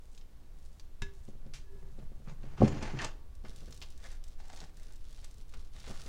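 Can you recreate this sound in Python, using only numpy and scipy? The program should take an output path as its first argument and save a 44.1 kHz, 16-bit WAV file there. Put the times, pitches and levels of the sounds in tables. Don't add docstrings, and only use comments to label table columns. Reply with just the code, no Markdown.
import sys
import numpy as np
from scipy import signal
from scipy.fft import rfft, irfft
from scipy.io import wavfile

SR = 44100
rng = np.random.default_rng(int(sys.argv[2]) if len(sys.argv) > 2 else 0)


def wav_record(signal):
    frames = np.transpose(np.atleast_2d(signal))
    bounded = np.clip(frames, -1, 1)
    quanta = np.round(bounded * 32767).astype(np.int16)
    wavfile.write(sys.argv[1], SR, quanta)


N = 268128


def gain_of(db):
    return 10 ** (np.asarray(db) / 20)


def unit_rms(x):
    return x / np.sqrt(np.mean(x ** 2) + 1e-20)


def unit_peak(x):
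    return x / np.abs(x).max()


def at_hz(points, hz):
    table_hz, value = np.transpose(points)
    return np.interp(np.log(hz + 1), np.log(table_hz + 1), value)


def add(mix, time_s, sound):
    part = mix[round(time_s * SR):][:len(sound)]
    part += sound[:len(part)]


def colour(x, spectrum, size=8192):
    hz = np.abs(np.fft.fftfreq(size, 1 / SR))
    log_gain = np.log(gain_of(at_hz(spectrum, hz)))
    response = np.fft.ifft(np.exp(np.conj(signal.hilbert(log_gain)))).real[:size // 2]
    return signal.oaconvolve(x, response)[:len(x)]


def noise(spectrum):
    hz = np.fft.rfftfreq(N, 1 / SR)
    shaped = rfft(rng.standard_normal(N)) * gain_of(at_hz(spectrum, hz))
    return unit_rms(irfft(shaped * hz / (hz + 6), N))


def resonate(x, hz, width_hz):
    carrier = np.exp(2j * np.pi * hz * np.arange(len(x)) / SR)
    pole = np.exp(-np.pi * width_hz / SR)
    return (carrier * signal.lfilter([1 - pole], [1, -pole], x / carrier)).real


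def ring(modes):
    t = np.arange(SR) / SR
    return sum((-1) ** k * gain_of(db - 60 * t / t60_s) * np.sin(2 * np.pi * hz * t)
               for k, (hz, db, t60_s) in enumerate(modes))


def grains(per_s, spread_db, clump_db, clump_hz, hiss):
    size = gain_of(spread_db * np.minimum(rng.exponential(1, N), 3.5))
    clicks = size * rng.choice([-1, 1], N) * (rng.random(N) < per_s / SR)
    clumps = np.interp(np.arange(N) * clump_hz / SR, np.arange(N), rng.standard_normal(N))
    return (unit_rms(clicks) + hiss * rng.standard_normal(N)) * gain_of(clump_db * clumps)


def burst(t60_s, hz, q, snap):
    t = np.arange(SR // 4) / SR
    spray = rng.standard_normal(len(t)) * gain_of(-60 * t / t60_s)
    spray[0] = snap
    b, a = signal.iirpeak(hz, max(q, .6), fs=SR)
    return unit_peak(signal.lfilter(b, a, spray))


def stroke(start_s, length_s, crest, swell_db, attack_s=0.034, release_s=0.039):
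    t = np.arange(N) / SR - start_s
    contact = np.interp(t, [-attack_s, 0, length_s, length_s + release_s], [0, 1, 1, 0])
    force_db = np.interp(t, [0, crest * length_s, length_s], [-swell_db, 0, -swell_db])
    return contact * gain_of(force_db)


# (time [s], level [dB])
RUMBLE_LEVELS = [(0, -47), (.9, -42.5), (1.15, -41), (3.2, -39), (4.7, -43), (6.08, -39)]
# (frequency [Hz], gain [dB])
RUMBLE_EQ = [(20, 10.5), (35, -9.5), (60, -7.5), (90, -20), (130, -25.5), (250, -52), (1000, -100)]
HISS_EQ = [(60, 3), (120, -3), (200, -5.5), (400, -10), (800, -17), (1300, -20.5), (2000, -24),
           (4000, -25.5), (8000, -30.5), (12000, -33), (16000, -33)]


def room_tone(hiss_db=-63.5, whine_hz=1136, whine_db=-86):
    whine = unit_rms(resonate(rng.standard_normal(N), whine_hz, width_hz=1.4))
    rumble_db = np.interp(np.arange(N) / SR, *np.transpose(RUMBLE_LEVELS))
    rumble = gain_of(rumble_db) * noise(RUMBLE_EQ)
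    return rumble + gain_of(hiss_db) * noise(HISS_EQ) + gain_of(whine_db) * whine


# (start [s], length [s], crest [0-1], crackle [dB], rub [dB])
WIPE_STROKES = [(0.0, 0.2, 1, -75.5, -69.5), (0.312, 0.28, 1, -84.5, -66.5), (0.59, 0.23, 0.26, -75, -75),
                (1.142, .16, 1, -72.5, -76), (1.343, 0.296, 0.65, -96, -57), (1.738, 0.305, 1, -78, -56.5),
                (2.126, 0.5, 0.39, -80, -54)]
# (frequency [Hz], gain [dB])
CRACKLE_EQ = [(500, -24), (1500, -13), (3000, -7), (5000, -2), (7000, 0), (10000, -5), (13000, -22)]
RUB_EQ = [(80, 1), (150, 19.5), (280, -8), (420, -2), (600, -4), (1000, -10.5), (2000, -16), (4000, -42.5)]


def wiping():
    wet = sum(gain_of(db) * stroke(*timing, swell_db=2.5) for *timing, db, _ in WIPE_STROKES)
    press = sum(gain_of(db) * stroke(*timing, swell_db=5) for *timing, _, db in WIPE_STROKES)
    pops = grains(per_s=350, spread_db=4, clump_db=2, clump_hz=70, hiss=.5)
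    slips = grains(per_s=220, spread_db=6, clump_db=5, clump_hz=40.5, hiss=0.44)
    return wet * unit_rms(colour(pops, CRACKLE_EQ)) + press * unit_rms(colour(slips, RUB_EQ))


# (time [s], level [dB], pitch [Hz], t60 [s])
POCKET_POPS = [(.149, -50, 6700, 0.044), (.1774, -46, 5070, .05), (0.212, -53.5, 3020, 0.052),
               (.797, -41.5, 5100, 0.038), (3.449, -47.5, 1580, 0.13), (3.725, -40.5, 5000, 0.032),
               (3.8163, -39, 3500, .088), (3.824, -37, 3550, 0.071), (4.531, -41, 5500, 0.014),
               (4.562, -40, 5800, .02), (4.574, -39, 5000, 0.018), (4.59, -45, 5400, .03),
               (4.604, -35.5, 5400, 0.027), (5.538, -45, 1800, 0.079), (5.803, -41.5, 5170, 0.014),
               (5.9, -47.5, 1270, 0.078)]


def smacks():
    out = np.zeros(N)
    for time_s, db, hz, t60_s in POCKET_POPS:
        add(out, time_s, gain_of(db) * burst(t60_s, hz, q=1.2, snap=5.3))
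    return colour(out, [(300, 19.5), (800, 11), (1500, 1.5), (6500, 1.5), (10000, -11), (13000, -9)])


# (frequency [Hz], level [dB], t60 [s])
BOWL_MODES = [(393, -6, .33), (958, -7, .13), (1699, 0, .1), (2283, -8, .07), (1696, -10, .42),
              (2640, -1.5, .075), (3047, -10, .09), (2638, -12.5, .42), (3736, -3, .1), (5066, -11, .11),
              (5835, -13, .14), (6315, -15, .12), (7111, -16, .14)]
# (time [s], level [dB])
BOWL_TAPS = [(1.02, -30)]
# (time [s], level [dB], pitch [Hz], t60 [s])
CONTACT_TICKS = [(1.28, -52.5, 1670, .06), (1.465, -54.5, 1690, 0.04), (1.5368, -39, 3520, 0.2),
                 (1.989, -53.5, 1500, 0.09)]


def tap_and_ticks():
    out = np.zeros(N)
    for time_s, db in BOWL_TAPS:
        clink = unit_peak(ring(BOWL_MODES))
        add(clink, 0, 1.6 * burst(t60_s=0.032, hz=2330, q=0.9, snap=1.5))
        add(out, time_s, gain_of(db) * unit_peak(clink))
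    for time_s, db, hz, t60_s in CONTACT_TICKS:
        add(out, time_s, gain_of(db) * burst(t60_s, hz, q=0.54, snap=4.4))
    return colour(out, [(6500, 0), (9000, -5.5), (13000, -17)])


# (frequency [Hz], level [dB], t60 [s])
COUNTER_MODES = [(76.4, -22, 0.87), (157.3, 6.5, 0.035), (171, -1, 0.051), (209.4, -3.5, 0.12),
                 (293.5, -6.5, 0.12), (367.5, -3, 0.068), (447, -4, 0.036), (544.6, -3, 0.1),
                 (603, -9, 0.12), (722, -5, 0.093), (820, -6.5, 0.044), (1106, -6.5, 0.034)]
# (time [s], peak [dB], cutoff [Hz])
COUNTER_BLOWS = [(1.02, -30, 70), (1.282, -40.5, 347), (1.348, -51, 350), (1.46, -45.5, 380),
                 (1.981, -43.5, 410), (2.113, -48, 390), (2.196, -51.5, 380), (2.435, -43, 403),
                 (2.604, -19.5, 259), (2.616, -10, 810), (2.6331, -10, 277), (2.825, -33.5, 400),
                 (2.935, -35.5, 287), (3.045, -44, 900), (3.439, -45, 450), (3.627, -51, 700),
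                 (5.905, -41.5, 450)]


def thumps():
    out, body = np.zeros(N), unit_peak(ring(COUNTER_MODES))
    for time_s, db, cutoff_hz in COUNTER_BLOWS:
        thud = signal.lfilter(*signal.butter(2, cutoff_hz, fs=SR), body)
        add(out, time_s, gain_of(db) * unit_peak(thud))
    return out


def singing(level_db=-60.5):
    bowing = colour(rng.standard_normal(N), [(400, 6), (1700, -15), (4000, -24)])
    tone = unit_rms(signal.oaconvolve(bowing, ring(BOWL_MODES))[:N])
    return gain_of(level_db) * stroke(start_s=1.654, length_s=0.24, crest=0.65, swell_db=8) * tone


# (start [s], length [s], crest [0-1], grit [dB], judder [dB])
SHOVE_STROKES = [(2.273, 0.031, .8, -63, -74.5), (2.424, 0.26, 0.13, -67, -61.5),
                 (2.597, 0.17, 0.1, -49, -39), (2.811, 0.18, 0.076, -51, -39.5),
                 (3.006, 0.057, 0.74, -43, -47.5)]
# (time [s], level [dB], pitch [Hz], t60 [s], Q)
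GRIT_CATCHES = [(2.295, -46, 2180, 0.088, 0.46), (2.432, -49, 1830, 0.069, 0.9),
                (2.68, -33, 6000, 0.055, 0.5), (2.771, -42, 1460, 0.028, 1.6),
                (2.826, -33.5, 4350, 0.068, 0.39), (2.9898, -32, 3030, 0.039, 12),
                (2.995, -33.5, 1750, 0.099, 9.8), (3.018, -28.5, 5000, 0.047, 0.39),
                (3.046, -23, 4560, 0.038, 0.35)]
# (frequency [Hz], level [dB], t60 [s])
SLIDE_MODES = [(1736, -5, .18), (1832, -4, .2), (2428, -7, .13), (2805, -1, .2), (4237, -4, .13),
               (4829, -5, .13), (5843, 1, .17), (6624, 2, .18), (7074, 1, .18), (8732, -4, .11)]
# (frequency [Hz], gain [dB])
GRIT_EQ = [(400, 4.5), (600, 5.5), (850, 7.5), (1300, 3.5), (1850, 1.5), (3000, -2), (3900, -8),
           (5000, -7.5), (7000, -13), (8000, -21.5), (10000, -24.5), (12000, -58), (15500, -52)]
JUDDER_EQ = [(50, -8), (85, -1), (135, 4), (185, -8.5), (240, -26), (320, 0), (420, -16.5), (800, -36.5),
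             (1500, -59)]


def sliding():
    grind = sum(gain_of(db) * stroke(*timing, swell_db=7.5) for *timing, db, _ in SHOVE_STROKES)
    shake = sum(gain_of(db) * stroke(*timing, swell_db=5) for *timing, _, db in SHOVE_STROKES)
    slips = grind * unit_rms(grains(per_s=3000, spread_db=3, clump_db=3.5, clump_hz=119.4, hiss=0.83))
    grit = gain_of(5) * slips.std() * unit_rms(colour(slips, GRIT_EQ))
    catches = np.zeros(N)
    for time_s, db, hz, t60_s, q in GRIT_CATCHES:
        add(catches, time_s, gain_of(db) * burst(t60_s, hz, q, snap=5.6))
    catches = colour(catches, [(7000, 1), (9000, -10.5), (12000, -21.5)])
    bowl = ring(SLIDE_MODES)
    ringing = signal.oaconvolve(slips + gain_of(-20) * catches, bowl / np.linalg.norm(bowl))[:N]
    jolts = grains(per_s=150, spread_db=5.5, clump_db=2, clump_hz=38.47, hiss=0.17)
    judder = shake * unit_rms(colour(jolts, JUDDER_EQ))
    return grit + catches + gain_of(-12) * ringing + judder


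# (time [s], level [dB])
FOIL_TICKS = [(3.3528, -48), (3.5613, -40.5), (3.776, -41.5), (4.117, -42), (4.24, -41), (4.28, -48),
              (5.1278, -45), (5.245, -35)]


def foil(ticks_per_s=25):
    flexing = sum(stroke(*row[:3], swell_db=0) for row in SPREAD_STROKES)
    impulses = rng.uniform(-1, 1, N) * (rng.random(N) < ticks_per_s / SR)
    tick = burst(t60_s=0.021, hz=7000, q=1, snap=7.8)
    out = gain_of(-42.5) * signal.oaconvolve(flexing * impulses, tick)[:N]
    for time_s, db in FOIL_TICKS:
        add(out, time_s, gain_of(db) * burst(t60_s=0.03, hz=6340, q=1, snap=8))
    return colour(out, [(8000, 0), (12000, -7)])


# (start [s], length [s], crest [0-1], crackle [dB], smear [dB], push [dB], hollow [Hz])
SPREAD_STROKES = [(3.456, 0.31, 0.14, -65, -68.5, -54, 1520), (3.812, 0.17, 0.17, -69, -75, -65.5, 1600),
                  (4.014, .13, 0.32, -62, -59, -59, 1750), (4.246, 0.084, .3, -72, -72, -67, 705),
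                  (4.403, 0.27, 0.84, -66.5, -56.5, -56, 810), (4.763, 0.19, 0.31, -68, -68.5, -69, 1590),
                  (5.014, 0.29, 0.82, -67.5, -71, -68, 3500), (5.331, 0.1, 0.61, -71.5, -76.5, -64.5, 1700),
                  (5.501, 0.17, 0.12, -67.5, -71, -68, 1270), (5.742, .14, 1, -62.5, -59.5, -62, 3650),
                  (5.889, 0.29, 0.038, -58.5, -58, -50.5, 1310)]
# (frequency [Hz], gain [dB])
CREAM_EQ = [(1200, -17), (2500, -2), (3700, 2), (4600, 1), (5800, 1.5), (8000, -6), (10000, -5.5),
            (12000, -20.5), (15500, -18)]
SMEAR_EQ = [(350, -7), (550, 0.5), (820, 1), (1000, -4), (1300, -3), (1850, -1.5), (2900, -8.5),
            (4500, -8.5), (8000, -11), (14000, -59)]
PAN_EQ = [(80, -0.5), (150, 6.5), (230, -4), (330, -5), (450, -5), (700, -15.5), (1500, -45), (4000, -40)]


def spreading():
    pops = grains(per_s=600, spread_db=4.5, clump_db=2.1, clump_hz=80, hiss=.5)
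    slips = grains(per_s=710, spread_db=6, clump_db=4, clump_hz=76, hiss=0.93)
    nudges = grains(per_s=140, spread_db=-3.5, clump_db=7, clump_hz=42.1, hiss=0.24)
    crackle = unit_rms(colour(pops, CREAM_EQ))
    smear = unit_rms(colour(slips, SMEAR_EQ))
    pan = unit_rms(colour(nudges, PAN_EQ))
    out = np.zeros(N)
    for *timing, crackle_db, smear_db, push_db, hollow_hz in SPREAD_STROKES:
        squelch = gain_of(-6) * unit_rms(resonate(smear, hollow_hz, width_hz=0.25 * hollow_hz))
        tearing, pressing = stroke(*timing, swell_db=3.5), stroke(*timing, swell_db=9)
        out += gain_of(crackle_db) * tearing * crackle
        out += pressing * (gain_of(smear_db) * (smear + squelch) + gain_of(push_db) * pan)
    return out


# (frequency [Hz], t60 [s])
KITCHEN_DECAY = [(100, 0.43), (400, 0.57), (1500, 0.32), (5000, 0.29), (9000, 0.22), (15000, 0.41)]


def kitchen(x, echoes_per_s=3000, predelay_s=.003, size=256):
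    echoes = rng.standard_normal(SR) * (rng.random(SR) < echoes_per_s / SR)
    echoes *= np.arange(SR) > predelay_s * SR
    hz, t, bands = signal.stft(echoes, SR, nperseg=size)
    decay = gain_of(-60 * t / at_hz(KITCHEN_DECAY, hz)[:, None])
    tail = signal.istft(bands * decay, SR, nperseg=size)[1]
    return signal.fftconvolve(x, tail / np.linalg.norm(tail))[:N]


def scene():
    handling = wiping() + singing() + tap_and_ticks() + sliding() + spreading() + smacks() + foil()
    thuds = thumps()
    reflections = kitchen(gain_of(-8) * handling + gain_of(-12) * thuds)
    return (handling + thuds + reflections + room_tone())[None]


def record(dry):
    lowpass = signal.firwin(511, 15900, window=("kaiser", 9), fs=SR)
    return signal.oaconvolve(dry, lowpass[None], "same")


dry = scene()
out = record(dry)
wav_record(out)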